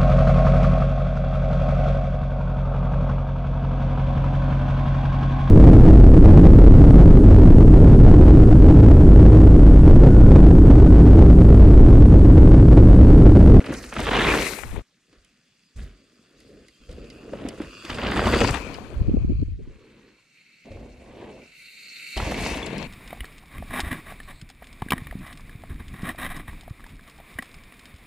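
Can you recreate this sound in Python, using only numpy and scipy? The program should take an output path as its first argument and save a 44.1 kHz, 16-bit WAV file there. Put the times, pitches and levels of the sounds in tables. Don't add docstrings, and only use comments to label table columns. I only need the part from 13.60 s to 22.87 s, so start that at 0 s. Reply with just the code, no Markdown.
import sys
import numpy as np
from scipy import signal
from scipy.io import wavfile
from scipy.ndimage import uniform_filter1d

SR = 44100
rng = np.random.default_rng(int(sys.argv[2]) if len(sys.argv) > 2 else 0)


def int16_out(signal):
    q = np.round(np.clip(np.atleast_2d(signal).T, -1, 1) * 32767)
    wavfile.write(sys.argv[1], SR, q.astype(np.int16))


N = 408895

# freq_hz, density_db
RUMBLE_SPECTRUM = [(12, -37.5), (20, -14), (48, 14), (113, -4), (150, 0), (187, -5.5), (220, -5),
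                   (290, -36.5), (480, -120)]
CARCASS_SPECTRUM = [(65, -40.5), (110, -2.5), (192, 7), (227, 6), (340, -1), (471, 1), (524, 1),
                    (713, -17.5), (1100, -28), (1430, -20), (2420, -120)]
SCRUB_SPECTRUM = [(350, -23.5), (600, 1), (718, -0.5), (1360, 9), (2600, -5), (3400, -7.5), (4200, -11.5),
                  (4920, -19.5)]
GRIT_SPECTRUM = [(2350, -29), (4000, -1.5), (4850, -0.5), (5600, -2.5), (7610, -4.5), (9130, -12),
                 (12300, -15.5), (15600, -28.5)]
def tyres(grit_db, pan_db, carcass_db, scrub_db, soil_cut_hz=4200):
    shake_db, spray_db = landings()
    distance_db = grit_db - grit_db.max()
    rumble_db = louder(carcass_db - 6.5 + 0.18 * distance_db, shake_db)
    carcass_db = louder(carcass_db, grit_db - 9.5)
    grit_db = louder(grit_db, spray_db)
    nearness = np.clip((scrub_db + 69) / 40, .2, 1)
    bumps_db = 2.7 * np.tanh((drift(65) + 0.16 * drift(10)) / 1.6) * nearness
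    rumble = coloured(grains(300, 3.1, 0.56), RUMBLE_SPECTRUM, 0.7 * bumps_db, flicker_db=1.5)
    carcass = coloured(grains(700, 3.0, 0.69), CARCASS_SPECTRUM, bumps_db, flicker_db=1.5)
    scrub = coloured(grains(3500, 5.5, 0.56), SCRUB_SPECTRUM, 1.8 * bumps_db, flicker_db=2.5)
    grit = coloured(grains(5000, 0.94, 0.53), GRIT_SPECTRUM, 0.83 * bumps_db, flicker_db=2.5)
    grit += (from_db(0.063 * (grit_db + 47)) - 1) * band(grit, 9000, 19000)
    scrub += (from_db(0.079 * (scrub_db + 24.5)) - 1) * band(scrub, 1200, 8000)
    soil_absorption = signal.butter(6, soil_cut_hz, fs=SR, output="sos")
    rasp = signal.sosfilt(soil_absorption, scrub + from_db(-6) * pebbles())
    low = from_db(rumble_db) * rumble + from_db(carcass_db) * carcass
    high = from_db(scrub_db) * rasp + from_db(grit_db) * grit + dust_hiss()
    return placed(low, 0.13 * pan_db) + placed(high, 0.48 * pan_db)


# time_s, carcass_db, scrub_db
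GROUND_STRETCHES = [
    [(0.0, -30.5, -36), (0.038, -38.5, -40.5), (0.102, -30, -36), (0.31, -47, -45.5)],
    [(0.33, -42, -32), (0.342, -44.5, -38.5), (0.4, -23, -29.5), (0.426, -31.5, -33.5),
     (0.462, -28.5, -29.5), (0.492, -24, -23), (0.506, -30.5, -37), (0.518, -22.5, -23), (0.6, -23, -22.5),
     (0.634, -22, -24), (0.648, -21.5, -23.5), (0.708, -24, -25.5), (0.798, -26, -30.5), (0.97, -42, -45.5),
     (1.124, -51, -51.5), (1.176, -34.5, -44.5), (1.214, -47, -53.5), (1.23, -87, -84.5)],
    [(1.48, -64, -83), (1.542, -61.5, -60.5), (1.75, -80, -76)],
    [(2.16, -55.5, -64), (2.186, -51.5, -47), (2.36, -58.5, -63.5), (2.49, -62.5, -73.5), (2.674, -63, -66),
     (2.95, -47.5, -64.5), (3.07, -57.5, -60.5), (3.15, -70, -85.5)],
    [(3.2, -62, -87.5), (3.282, -55, -72), (3.292, -46, -55.5), (3.44, -39.5, -56.5), (3.52, -46, -59.5),
     (3.65, -44.5, -60.5), (3.716, -41.5, -60.5), (3.738, -31, -47.5), (3.756, -37.5, -50),
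     (3.866, -33, -45.5), (3.98, -43.5, -51.5), (4.004, -35, -44), (4.058, -40, -48), (4.1, -48, -57.5),
     (4.22, -53.5, -58)],
    [(4.245, -47.5, -46.5), (4.29, -46, -43), (4.3, -39, -31.5), (4.326, -36.5, -40), (4.429, -32.5, -32.5),
     (4.47, -28, -32), (4.548, -26, -28), (4.565, -26.5, -27.5), (4.652, -25, -31.5), (4.675, -24.5, -27),
     (4.72, -24.5, -31), (4.74, -20.5, -23), (4.785, -28, -34.5), (4.819, -19, -23.5), (4.836, -21, -31),
     (4.848, -21.5, -23), (4.864, -29, -38), (4.899, -23.5, -27.5), (4.919, -36, -43), (4.955, -30, -29),
     (4.999, -35.5, -44), (5.3, -43, -55.5)],
    [(5.32, -42, -55), (5.62, -46, -66), (5.72, -67, -69)],
    [(6.02, -59, -65), (6.096, -53, -62), (6.484, -53.5, -59.5), (6.6, -70, -70)],
    [(7.05, -48, -63.5), (7.234, -43, -58), (7.332, -51, -69), (7.344, -52.5, -65), (7.628, -43, -49),
     (7.786, -47, -59), (7.85, -56, -70.5)],
    [(8.565, -40, -42.5), (8.569, -39, -33), (8.705, -29, -37), (8.713, -31, -33.5), (8.915, -32.5, -33.5),
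     (9.25, -37.5, -41.5)],
]
TOUCH_S, LIFT_S, AIRBORNE_DB = 0.0061, 0.15, -87
def contact():
    rows = []
    touchdowns = [stretch[0][0] for stretch in GROUND_STRETCHES[1:]] + [N / SR + 1]
    for stretch, next_s in zip(GROUND_STRETCHES, touchdowns):
        rows += [(*row, 1) for row in stretch]
        flight_s = (stretch[-1][0] + LIFT_S, next_s - TOUCH_S)
        if flight_s[0] < flight_s[1]:
            rows += [(s, AIRBORNE_DB, AIRBORNE_DB, 0) for s in flight_s]
    return in_time(rows)


# start_s, hold_s, rumble_db, spray_db, fade_db_per_s
COMPRESSIONS = [(0.122, 0.015, -41, -47.5, 58), (0.385, 0.036, -32, -48, 202),
                (1.575, 0.014, -60, -76, 118.5), (2.163, 0.076, -33, -60, 201),
                (2.767, 0.12, -69, -70, 200), (2.985, 0.018, -57, -80, 188), (3.204, 0.089, -56, -80, 202),
                (3.293, 0.043, -40, -66, 75), (3.71, 0.21, -63, -67, 41.5), (4.01, 0.07, -45, -60, 250),
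                (4.296, .03, -37.5, -54, 88), (4.653, 0.26, -30, -56, 143), (7.107, 0.033, -40, -71, 41),
                (7.492, 0.018, -43.5, -82, 198), (8.568, 0.032, -30, -47.5, 20),
                (8.78, 0.027, -33.5, -65, 67)]
def landings(rise_s=.015):
    shakes, sprays = [], []
    for start, hold, rumble_db, spray_db, fade in COMPRESSIONS:
        envelope_db = swell(start, start + hold, rise_s, fade)
        shakes.append(rumble_db + envelope_db)
        sprays.append(spray_db + envelope_db)
    return louder(*shakes), louder(*sprays)


BIKE_BOUNDS = [0, 1.222, 5.96, 9.3]
# closest_s, grit_db, coming_scale_s, going_scale_s, final_pan_db
BIKE_PASSES = [(.82, -34.5, 0.15, 0.081, 27.5), (4.84, -40, 0.14, 0.11, 34), (8.88, -41, 0.13, 0.1, 17)]
def passing(swing_delay_s=0.078, swing_s=0.15):
    t, grit_db, pan_db = np.arange(N) / SR, np.zeros(N), np.zeros(N)
    for start, end, bike in zip(BIKE_BOUNDS, BIKE_BOUNDS[1:], BIKE_PASSES):
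        closest_s, peak_db, coming_s, going_s, final_pan_db = bike
        heard = (t >= start) & (t < end)
        past_s = t - closest_s
        coming_loss_db = 14 * np.log10(1 + (past_s / coming_s) ** 2)
        going_loss_db = 23.5 * np.log10(1 + (past_s / going_s) ** 2)
        grit_db += heard * (peak_db - np.where(past_s < 0, coming_loss_db, going_loss_db))
        pan_db += heard * final_pan_db * (1 + np.tanh((past_s - swing_delay_s) / swing_s)) / 2
    return grit_db, uniform_filter1d(pan_db, size=2000)


# centre_hz, width_hz, [(time_s, share_removed)]; a negative share adds
TYRE_TONE_BANDS = [(906, 790, [(0, 0.48), (.35, 0.83), (.5, 0), (1.22, 0), (1.25, 1), (3.5, 0.74),
                   (3.62, 0), (4.05, 0.44), (4.1, 0.98), (4.23, 0.95), (4.26, 0), (4.4, 0)]),
                   (1360, 970, [(5.0, 0.35), (5.3, 0.28), (7.8, 0.97), (8.6, 0.92)]),
                   (724, 400, [(5.7, -0.43), (6.0, 0.51), (6.5, 0.73), (7.0, -1.06), (7.9, -1.53),
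                   (8.55, -0.94), (8.9, -0.52), (9.05, -0.5)]), (5840, 390, [(1.2, 0.091), (1.3, 0.5),
                   (3.7, 0.88), (4.3, 0.14)]), (3450, 1200, [(.3, 0.65), (.47, -0.82), (.75, -0.5),
                   (.9, -0.12)]), (419, 85, [(.4, 0.24), (.52, -0.63), (.9, -0.74), (1.2, 0.24),
                   (1.3, -0.11), (6.0, 0.11), (6.1, -0.81), (6.6, -0.13), (7.0, 0.27), (7.45, 0.17),
                   (7.6, -0.52), (7.9, 0.14)]), (100, 81, [(4.1, 0.02), (4.35, -0.67), (4.9, -0.77),
                   (5.0, -0.19)]), (230, 99.6, [(.3, 0), (.45, 0.4), (1.2, 0.32), (1.7, 0.044)]),
                   (60, 77, [(8.63, 0), (8.66, 0.42), (8.79, 0.43), (8.81, 0), (8.85, 0.096),
                   (9.27, 0.42)]), (170, 82, [(6.1, 0.58), (6.3, 0.8), (7.9, 0.64), (8.6, 0.29),
                   (9.0, 0.51), (9.1, -0.73)])]
def tyre_tone(x):
    for hz, width_hz, shares in TYRE_TONE_BANDS:
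        in_band = signal.lfilter(*signal.iirpeak(hz, hz / width_hz, SR), x)
        x = x - np.clip(in_time(shares)[0], -2, 1) * in_band
    return x


# start_s, level_db, pitch_hz, slap_db
WHEEL_BLOWS = [(0.105, -1, 289, -34), (0.328, -20, 243, -14), (0.373, -13, 228, -18),
               (0.394, -23, 217, -10), (0.512, -8.5, 305, -16.5), (1.527, -37.5, 308, -1),
               (2.16, -38.5, 218, -1), (2.592, -34.5, 215, -22), (2.89, -30, 414, -15),
               (2.97, -35, 420, -15), (3.215, -33, 250, -7), (3.291, -23.5, 496, -7.5),
               (3.381, -23, 450, -22), (3.442, -22, 322, -10), (3.633, -24, 268, -17),
               (3.679, -19.5, 444, -25), (3.733, -13, 559, -17), (3.85, -6, 271, -27),
               (4.002, -5, 309, -39), (4.249, -19.5, 328, 3), (4.297, -12.5, 253, -1.5),
               (4.669, -6.5, 592, 0.5), (4.81, 4.5, 476, -6.5), (7.055, -28, 240, -5),
               (7.116, -20, 542, -11), (8.566, -16, 380, 0.5), (8.601, -28, 253, -1), (8.97, -9.5, 267, -5)]
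def thuds():
    out, t = np.zeros((2, N)), np.arange(4000) / SR
    attack = np.minimum(t / 0.0029, 1)
    for start, level_db, hz, slap_db in WHEEL_BLOWS:
        noise = rng.standard_normal(len(t))
        ring = np.sin(2 * np.pi * hz * t) * np.exp(-t / 0.0075)
        thump = 0.14 * band(noise, 150, 670) * np.exp(-t / 0.0067)
        slap = from_db(slap_db + 3) * band(noise, 760, 4300) * np.exp(-t / 0.005)
        add(out, start, from_db(level_db - 10.5) * (ring + thump + slap) * attack)
    return out


# start_s, level_db, centre_hz
STONE_CRACKS = [(0.043, -27, 1700), (0.126, -22, 704), (0.24, -27, 1680), (0.326, -22.5, 1210),
                (0.365, -17.5, 1100), (0.394, -18.5, 606), (0.475, -22, 1900), (0.482, -23.5, 1907),
                (0.535, -17, 1874), (0.566, -17, 1893), (0.591, -20.5, 1800), (0.488, -16.5, 1202),
                (0.514, -19, 1597), (0.648, -30, 2360), (0.677, -34, 2440), (0.711, -25, 1664),
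                (0.753, -25.5, 2300), (0.935, -24.5, 1390), (0.969, -35, 2210), (0.988, -31, 1500),
                (1.035, -25.5, 1170), (1.127, -39.5, 1140), (1.161, -35.5, 1052), (3.634, -41, 1100),
                (3.693, -39, 900), (4.002, -29.5, 800), (3.735, -27.5, 690), (4.018, -32, 1170),
                (4.028, -43, 1324), (4.046, -36, 1200), (4.385, -18.5, 1560), (4.469, -17, 1860),
                (4.875, -16.5, 2600), (4.431, -19, 606), (4.434, -24, 2300), (4.789, -16, 2400),
                (2.52, -54, 1900), (2.639, -54, 1900), (4.574, -13, 1713), (4.593, -8, 815),
                (4.619, -12.5, 630), (4.67, -12, 597), (4.689, -11, 760), (4.734, -19, 1830),
                (4.758, -14, 661), (4.817, -15.5, 873), (4.844, -23, 813), (4.889, -17, 910),
                (4.942, -24, 1840), (4.955, -26, 1740), (5.185, -35.5, 650), (7.171, -40, 606),
                (7.238, -51.5, 604), (8.601, -17, 894), (8.72, -17.5, 807), (8.863, -17, 1530),
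                (9.227, -28, 2316)]
def crunches():
    out = np.zeros((2, N))
    for start, level_db, hz in STONE_CRACKS:
        add(out, start, from_db(level_db) * impact(0.4 * hz, 2.08 * hz, decay_s=0.003, width=0.23))
    return out


def pebbles(per_s=300, decay_s=.0012):
    snaps = (rng.random(N) < per_s / SR) * from_db(3.5 * np.minimum(rng.exponential(1, N), 2.2))
    envelope = signal.lfilter([1], [1, -np.exp(-1 / (decay_s * SR))], snaps)
    noise = rng.standard_normal(N) + 0.5 * rng.standard_normal((2, N))
    return rms_one(band(band(envelope * noise, 670, 3700), 470, 3800))


# time_s, level_db
DUST_LEVELS = [
    [(0.45, -71), (0.682, -49), (0.838, -38), (0.912, -36), (1.038, -48.5), (1.158, -56), (1.225, -76)],
    [(4.3, -63), (4.41, -71), (4.578, -57), (4.712, -46), (4.838, -64), (5.092, -72), (5.4, -75)],
    [(7.85, -85.5), (7.992, -60), (8.15, -62), (8.32, -61.5), (8.538, -50), (8.72, -64), (8.842, -59),
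     (9.092, -79), (9.27, -61)],
]
# freq_hz, density_db
DUST_SPECTRUM = [(5000, -10), (7000, 2), (8500, 1.5), (10500, -1), (12300, -2.5), (14000, -10),
                 (15600, -20.5)]
def dust_hiss(fade_in_s=.04):
    rows = []
    for bike in DUST_LEVELS:
        rows += [(bike[0][0] - fade_in_s, AIRBORNE_DB), *bike, (bike[-1][0] + TOUCH_S, AIRBORNE_DB)]
    hiss = coloured(grains(3000, 3.0, .5), DUST_SPECTRUM, 0, flicker_db=-2.5)
    return from_db(in_time(rows)[0] - 3.5) * hiss


def freewheel(levels, modes, clicks_per_s, grounded, doppler=1):
    start, end = round(levels[0][0] * SR), round(levels[-1][0] * SR)
    length = end - start
    teeth = np.cumsum(clicks_per_s * from_db(1.5 * drift(40)))[start:end] / SR
    clicks = (np.diff(np.floor(teeth), prepend=0) == 1) * from_db(3 * rng.standard_normal(length))
    drive = rms_one(clicks) + 0.94 * (rng.standard_normal((2, length)) + rng.standard_normal(length))
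    level_db, treble_db = in_time(levels)
    unloaded_db = -8 * (1.5 - grounded)
    out = np.zeros((2, N))
    for k, (hz, width_hz, mode_db) in enumerate(modes):
        heard_hz = doppler * hz
        ringing = band(drive, heard_hz - width_hz / 2, heard_hz + width_hz / 2)
        ringing = rms_one(band(ringing, heard_hz - width_hz, heard_hz + width_hz))
        flicker_db = 1.7 * drift(26) + .8 * drift(7.4)
        gain_db = mode_db + (k == 0) * unloaded_db + (hz > 3000) * treble_db + flicker_db
        out[:, start:end] += from_db(gain_db[start:end]) * ringing
    return from_db(level_db - 7.5) * out


# time_s, level_db, treble_db
COASTING_LEVELS = [
    [(.55, -43, -4), (.704, -20.5, -20), (.76, -30, -5), (.86, -29, 3), (.92, -42.5, 6), (1.0, -49, -6),
     (1.215, -73, -2)],
    [(1.23, -100, 4), (1.49, -69.5, 1.5), (2.44, -68.5, 5), (3.1, -64, 1.5), (3.47, -55, -2),
     (3.62, -51.5, -10), (3.95, -52.5, -9), (4.1, -45, -7), (4.21, -43.5, 0), (4.43, -48, 6),
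     (4.6, -39, 3.5), (4.8, -30, 0.5), (4.9, -33, -1)],
    [(4.9, -37.5, -12), (5.26, -64.5, -1.5), (5.654, -67, -6), (5.81, -69.5, -3), (5.98, -81, -9)],
    [(5.99, -69.5, -2), (6.24, -64, -1), (6.68, -64.5, -1), (6.74, -58, -2), (7.04, -57, -2),
     (7.25, -58.5, -3.5), (7.63, -60.5, -8), (7.99, -50, 0), (8.12, -48.5, 4), (8.2, -47.5, 5.5),
     (8.55, -37, 0.5), (8.62, -41, 0), (8.9, -35, -7), (9.0, -43.5, -12), (9.27, -47, -1)],
]
# pitch_hz, width_hz, level_db
FIRST_MODES = [(1680, 210, -0.5), (2300, 700, 5), (4100, 590, -8)]
SECOND_MODES = [(1310, 450, 0.5), (2625, 420, 1), (3364, 260, -6.5), (4636, 600, -2), (6600, 680, -13.5),
                (7660, 940, -14)]
THIRD_MODES = [(1457, 324, -1.5), (2356, 460, -5.5), (2400, 640, 4), (2600, 290, -0.5), (2830, 370, -9),
               (3870, 470, -6.5), (4330, 250, -1.5), (4550, 260, -7), (7190, 940, -14), (8470, 480, -17.5),
               (11880, 800, -19)]
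PAWL_RATES = [300, 90, 300]
def hubs(grounded):
    first, coming, leaving, third = COASTING_LEVELS
    return (freewheel(first, FIRST_MODES, PAWL_RATES[0], grounded)
            + freewheel(third, THIRD_MODES, PAWL_RATES[2], grounded)
            + freewheel(coming, SECOND_MODES, PAWL_RATES[1], grounded, doppler=1.011)
            + freewheel(leaving, SECOND_MODES, PAWL_RATES[1], grounded, doppler=0.936))


# start_s, level_db, clack_db
FRAME_HITS = [(.0608, -33, 12), (.139, -24.5, 5.5), (.2289, -28, 4), (.3385, -28, -7), (0.403, -21, 0),
              (.451, -28, -9), (.513, -34, 0), (.53, -26, 4), (0.5649, -35, 12.5), (1.6476, -39, -0.5),
              (2.8034, -39, 1), (3.083, -38.5, 8), (3.292, -47, 3), (3.3129, -37, 5), (3.328, -39, -4),
              (3.5009, -35, 10.5), (3.8871, -21.5, 2), (4.0178, -34, -5), (4.2527, -31, 3),
              (4.301, -32, 14), (4.3455, -32, 16), (4.5141, -24.5, 3), (4.656, -30, 20), (4.6892, -26, 8),
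              (4.9084, -14.5, -12), (5.142, -29.5, 9.5), (8.5736, -22, 12.5), (8.8533, -20, 6),
              (9.064, -22, 6.5), (9.1811, -25, 3)]
# pitch_hz, level_db
FRAME_MODES = [(2050, -6.5), (3000, -4), (3850, -9), (4600, -7), (5100, -8)]
def ticks():
    out = np.zeros((2, N))
    for start, level_db, clack_db in FRAME_HITS:
        tick = impact(4203, 10800, decay_s=0.0024, width=0.86)
        for hz, mode_db in FRAME_MODES:
            gain = from_db(clack_db - 10.5 + mode_db + 3 * rng.standard_normal())
            tick += gain * impact(hz / 1.06, hz * 1.06, decay_s=0.0072, width=0.6)
        add(out, start, from_db(level_db - 4.5) * tick)
    return placed(out, -2.1)


# start_s, pitch_hz, level_db, t60_s
SPOKE_HITS = [(9.028, 3450, -29, .06), (9.06, 7400, -36, .03)]
def spoke_pings():
    out, t = np.zeros((2, N)), np.arange(3000) / SR
    for start, hz, level_db, t60_s in SPOKE_HITS:
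        add(out, start, from_db(level_db - 60 * t / t60_s) * np.sin(2 * np.pi * hz * t))
    return out


# start_s, level_db, swing_hz, pan_db
EDDIES = [(1.05, -29.5, 110, 0), (1.173, -24.5, 129, 7.5), (5.409, -14, 109.3, -11.5),
          (5.477, -15, 170, -12), (5.492, -13, 261, -6), (5.51, -9.5, 170, -2), (5.538, -16, 230, -6),
          (5.568, -12.5, 307, -11), (5.6, -26, 130, -1), (5.643, -11, 197, -7.5), (5.694, -16, 219, -5),
          (5.718, -21, 230, -5), (5.746, -26, 119, -6), (5.824, -13, 200, -8), (5.991, -46, 199, -12),
          (6.071, -33, 198, -8)]
def gusts(half_length_cycles=0.42):
    out, t = np.zeros((2, N)), np.arange(1600) / SR
    for start, level_db, hz, pan_db in EDDIES:
        cycles = hz * t - 1
        swing = np.cos(2 * np.pi * cycles + rng.uniform(-0.66, 1, (2, 1))) * rng.choice([-1, 1], (2, 1))
        attack = np.sin(np.pi / 2 * np.minimum(hz * t, 1)) ** 2
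        envelope = attack * np.exp(-(cycles / half_length_cycles) ** 2)
        add(out, start, from_db(level_db) * placed(swing * envelope, pan_db))
    return out


# start_s, end_s, heave_db, flutter_db, pan_db
WAKE_SPANS = [(1.052, 1.177, -35, -51, 3), (4.996, 5.31, -47, -64, 1), (5.368, 5.414, -30.5, -47, -4),
              (5.476, 5.878, -25, -39, 5.5), (5.926, 6.083, -39.5, -61, 3)]
def slipstream(eddy_s=0.011):
    heave, flutter = buffeting()
    eddies_db = louder(*[db + swell(s, s + eddy_s, 2 * eddy_s, 20 / eddy_s) for s, db, *_ in EDDIES])
    heave_db, flutter_db = eddies_db - 13.5, eddies_db - 8.5
    for k, (start, end, wake_heave_db, wake_flutter_db, _) in enumerate(WAKE_SPANS):
        envelope_db = swell(start, end, rise_s=0.11, fall_db_per_s=175)
        if k == 0:
            envelope_db[round(BIKE_BOUNDS[1] * SR):] = -200
        heave_db = louder(heave_db, wake_heave_db + envelope_db)
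        flutter_db = louder(flutter_db, wake_flutter_db + envelope_db)
    pan_db = in_time(WAKE_SPANS)[-1]
    return placed(from_db(heave_db) * heave + from_db(flutter_db) * flutter, pan_db)


def buffeting():
    heaves, flutters = [], []
    for port in range(2):
        speed_db = 5 * drift(22)
        pressure = band(rng.standard_normal(N * 2), 32, 101)
        position = np.cumsum(from_db(speed_db)) % (N * 2 - 1)
        swept = np.interp(position, np.arange(N * 2), pressure) * from_db(0.24 * speed_db)
        heaves.append(rms_one(band(swept, 9.3, 168)))
        flutters.append(rms_one(band(band(swept, 128, 450), 88, 670)))
    return np.sqrt(2) * np.array(heaves), np.sqrt(2) * np.array(flutters)


# start_s, end_s, from_hz, to_hz, level_db
BIRD_NOTES = [(2.03, 2.11, 5200, 4650, -68), (3.11, 3.19, 3170, 3160, -64), (3.21, 3.29, 3170, 3160, -64)]
def bird():
    out = np.zeros((2, N))
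    for start, end, from_hz, to_hz, level_db in BIRD_NOTES:
        hz = np.linspace(from_hz, to_hz, round((end - start) * SR))
        tone = np.sin(2 * np.pi * np.cumsum(hz) / SR)
        add(out, start, from_db(level_db) * tone * np.hanning(len(hz)) ** .5)
    return out


# freq_hz, density_db
FOREST_SPECTRUM = [(18, -34), (30, -5.5), (80, -12), (181, 5), (917, -20), (1790, -5.5), (3400, -12.5),
                   (4630, -9.5), (5840, -15), (7950, -18.5), (9280, -37), (12600, -47.5), (14000, -43.5)]
def forest(level_db=-67.5):
    return from_db(level_db) * coloured(rng.standard_normal((2, N)), FOREST_SPECTRUM, 0, flicker_db=3)


# freq_hz, correlation
COHERENCE = [(60, 0.98), (250, 0.97), (700, 0.83), (1500, 0.86), (2200, 1), (3500, 0.73), (6000, 0.5),
             (15000, 0.22)]
def coloured(drive, spectrum, bumps_db, flicker_db):
    audible_hz = [hz for hz, db in spectrum if db > -60]
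    octaves = np.log2(audible_hz[-1] / audible_hz[0])
    edges = audible_hz[0] * 2 ** np.arange(0, octaves + .5, .5)
    out = 0
    for k, (low, high) in enumerate(zip(edges, edges[1:])):
        mid, side = band(drive, low, high) * (-1) ** k
        hz = np.sqrt(low * high)
        alike = at_hz(COHERENCE, hz)
        gain = from_db(at_hz(spectrum, hz) + bumps_db + flicker_db * drift(22))
        out = out + gain * (np.sqrt(1 + alike) * mid + np.sqrt(1 - alike) * side * [[1], [-1]])
    return out / np.sqrt(np.mean(out.mean(0) ** 2))


def grains(per_s, spread_db, smooth):
    sizes = from_db(spread_db * np.minimum(rng.exponential(1, (2, N)), 3.5)) * rng.choice([-1, 1], (2, N))
    contacts = rms_one(sizes * (rng.random((2, N)) < per_s / SR))
    return rms_one(contacts + smooth * rng.standard_normal((2, N)))


def impact(low_hz, high_hz, decay_s, width):
    t = np.arange(1500) / SR
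    noise = rng.standard_normal(len(t)) + width * rng.standard_normal((2, len(t)))
    noise[:, 0] += 6
    out = band(band(noise * np.exp(-t / decay_s), low_hz, high_hz), 0.4 * low_hz, high_hz)
    return out / np.abs(out).max()


def drift(rate_hz):
    pole = np.exp(-80 * np.pi * rate_hz / SR)
    slow = signal.lfilter([1], [1, -2 * pole, pole * pole], rng.standard_normal(N // 40 + 2002))[2000:]
    return np.interp(np.arange(N) / 40, np.arange(len(slow)), rms_one(slow))


def swell(start, end, rise_s, fall_db_per_s):
    t = np.arange(N) / SR
    return -40 * np.maximum(start - t, 0) / rise_s - fall_db_per_s * np.maximum(t - end, 0)


def band(x, low_hz, high_hz):
    return signal.sosfilt(signal.butter(2, [low_hz, min(high_hz, .45 * SR)], "band", fs=SR, output="sos"), x)


def placed(x, pan_db):
    return x * from_db(np.array([[.5], [-.5]]) * pan_db)


def add(out, start_s, sound):
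    i = round(start_s * SR)
    out[:, i:i + sound.shape[-1]] += sound[..., :N - i]


def louder(*levels_db):
    return 10 * np.log10(sum(10 ** (db / 10) for db in levels_db))


def from_db(db):
    return 10 ** (np.asarray(db) / 20)


def rms_one(x):
    return x / np.sqrt(np.mean(x ** 2) + 1e-20)


def in_time(rows):
    times, *columns = np.transpose(rows)
    return [np.interp(np.arange(N) / SR, times, column) for column in columns]


def at_hz(spectrum, hz):
    freqs, values = np.transpose(spectrum)
    return np.interp(np.log(hz), np.log(freqs), values)


def scene():
    grit_db, pan_db = passing()
    carcass_db, scrub_db, grounded = contact()
    buzz = placed(hubs(grounded), pan_db)
    background = forest() + bird()
    rolling = tyre_tone(tyres(grit_db, pan_db, carcass_db, scrub_db))
    blows = thuds() + placed(crunches(), 0.89 * pan_db) + ticks() + spoke_pings()
    sound = rolling + blows + buzz + background
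    sound[0] = np.roll(sound[0], 1)
    return sound + slipstream() + gusts()


def record(dry):
    rounded = .65 * np.tanh(dry / .65)
    return signal.sosfilt(signal.cheby2(20, 70, 16000, fs=SR, output="sos"), rounded)


dry = scene()
out = record(dry)
int16_out(out)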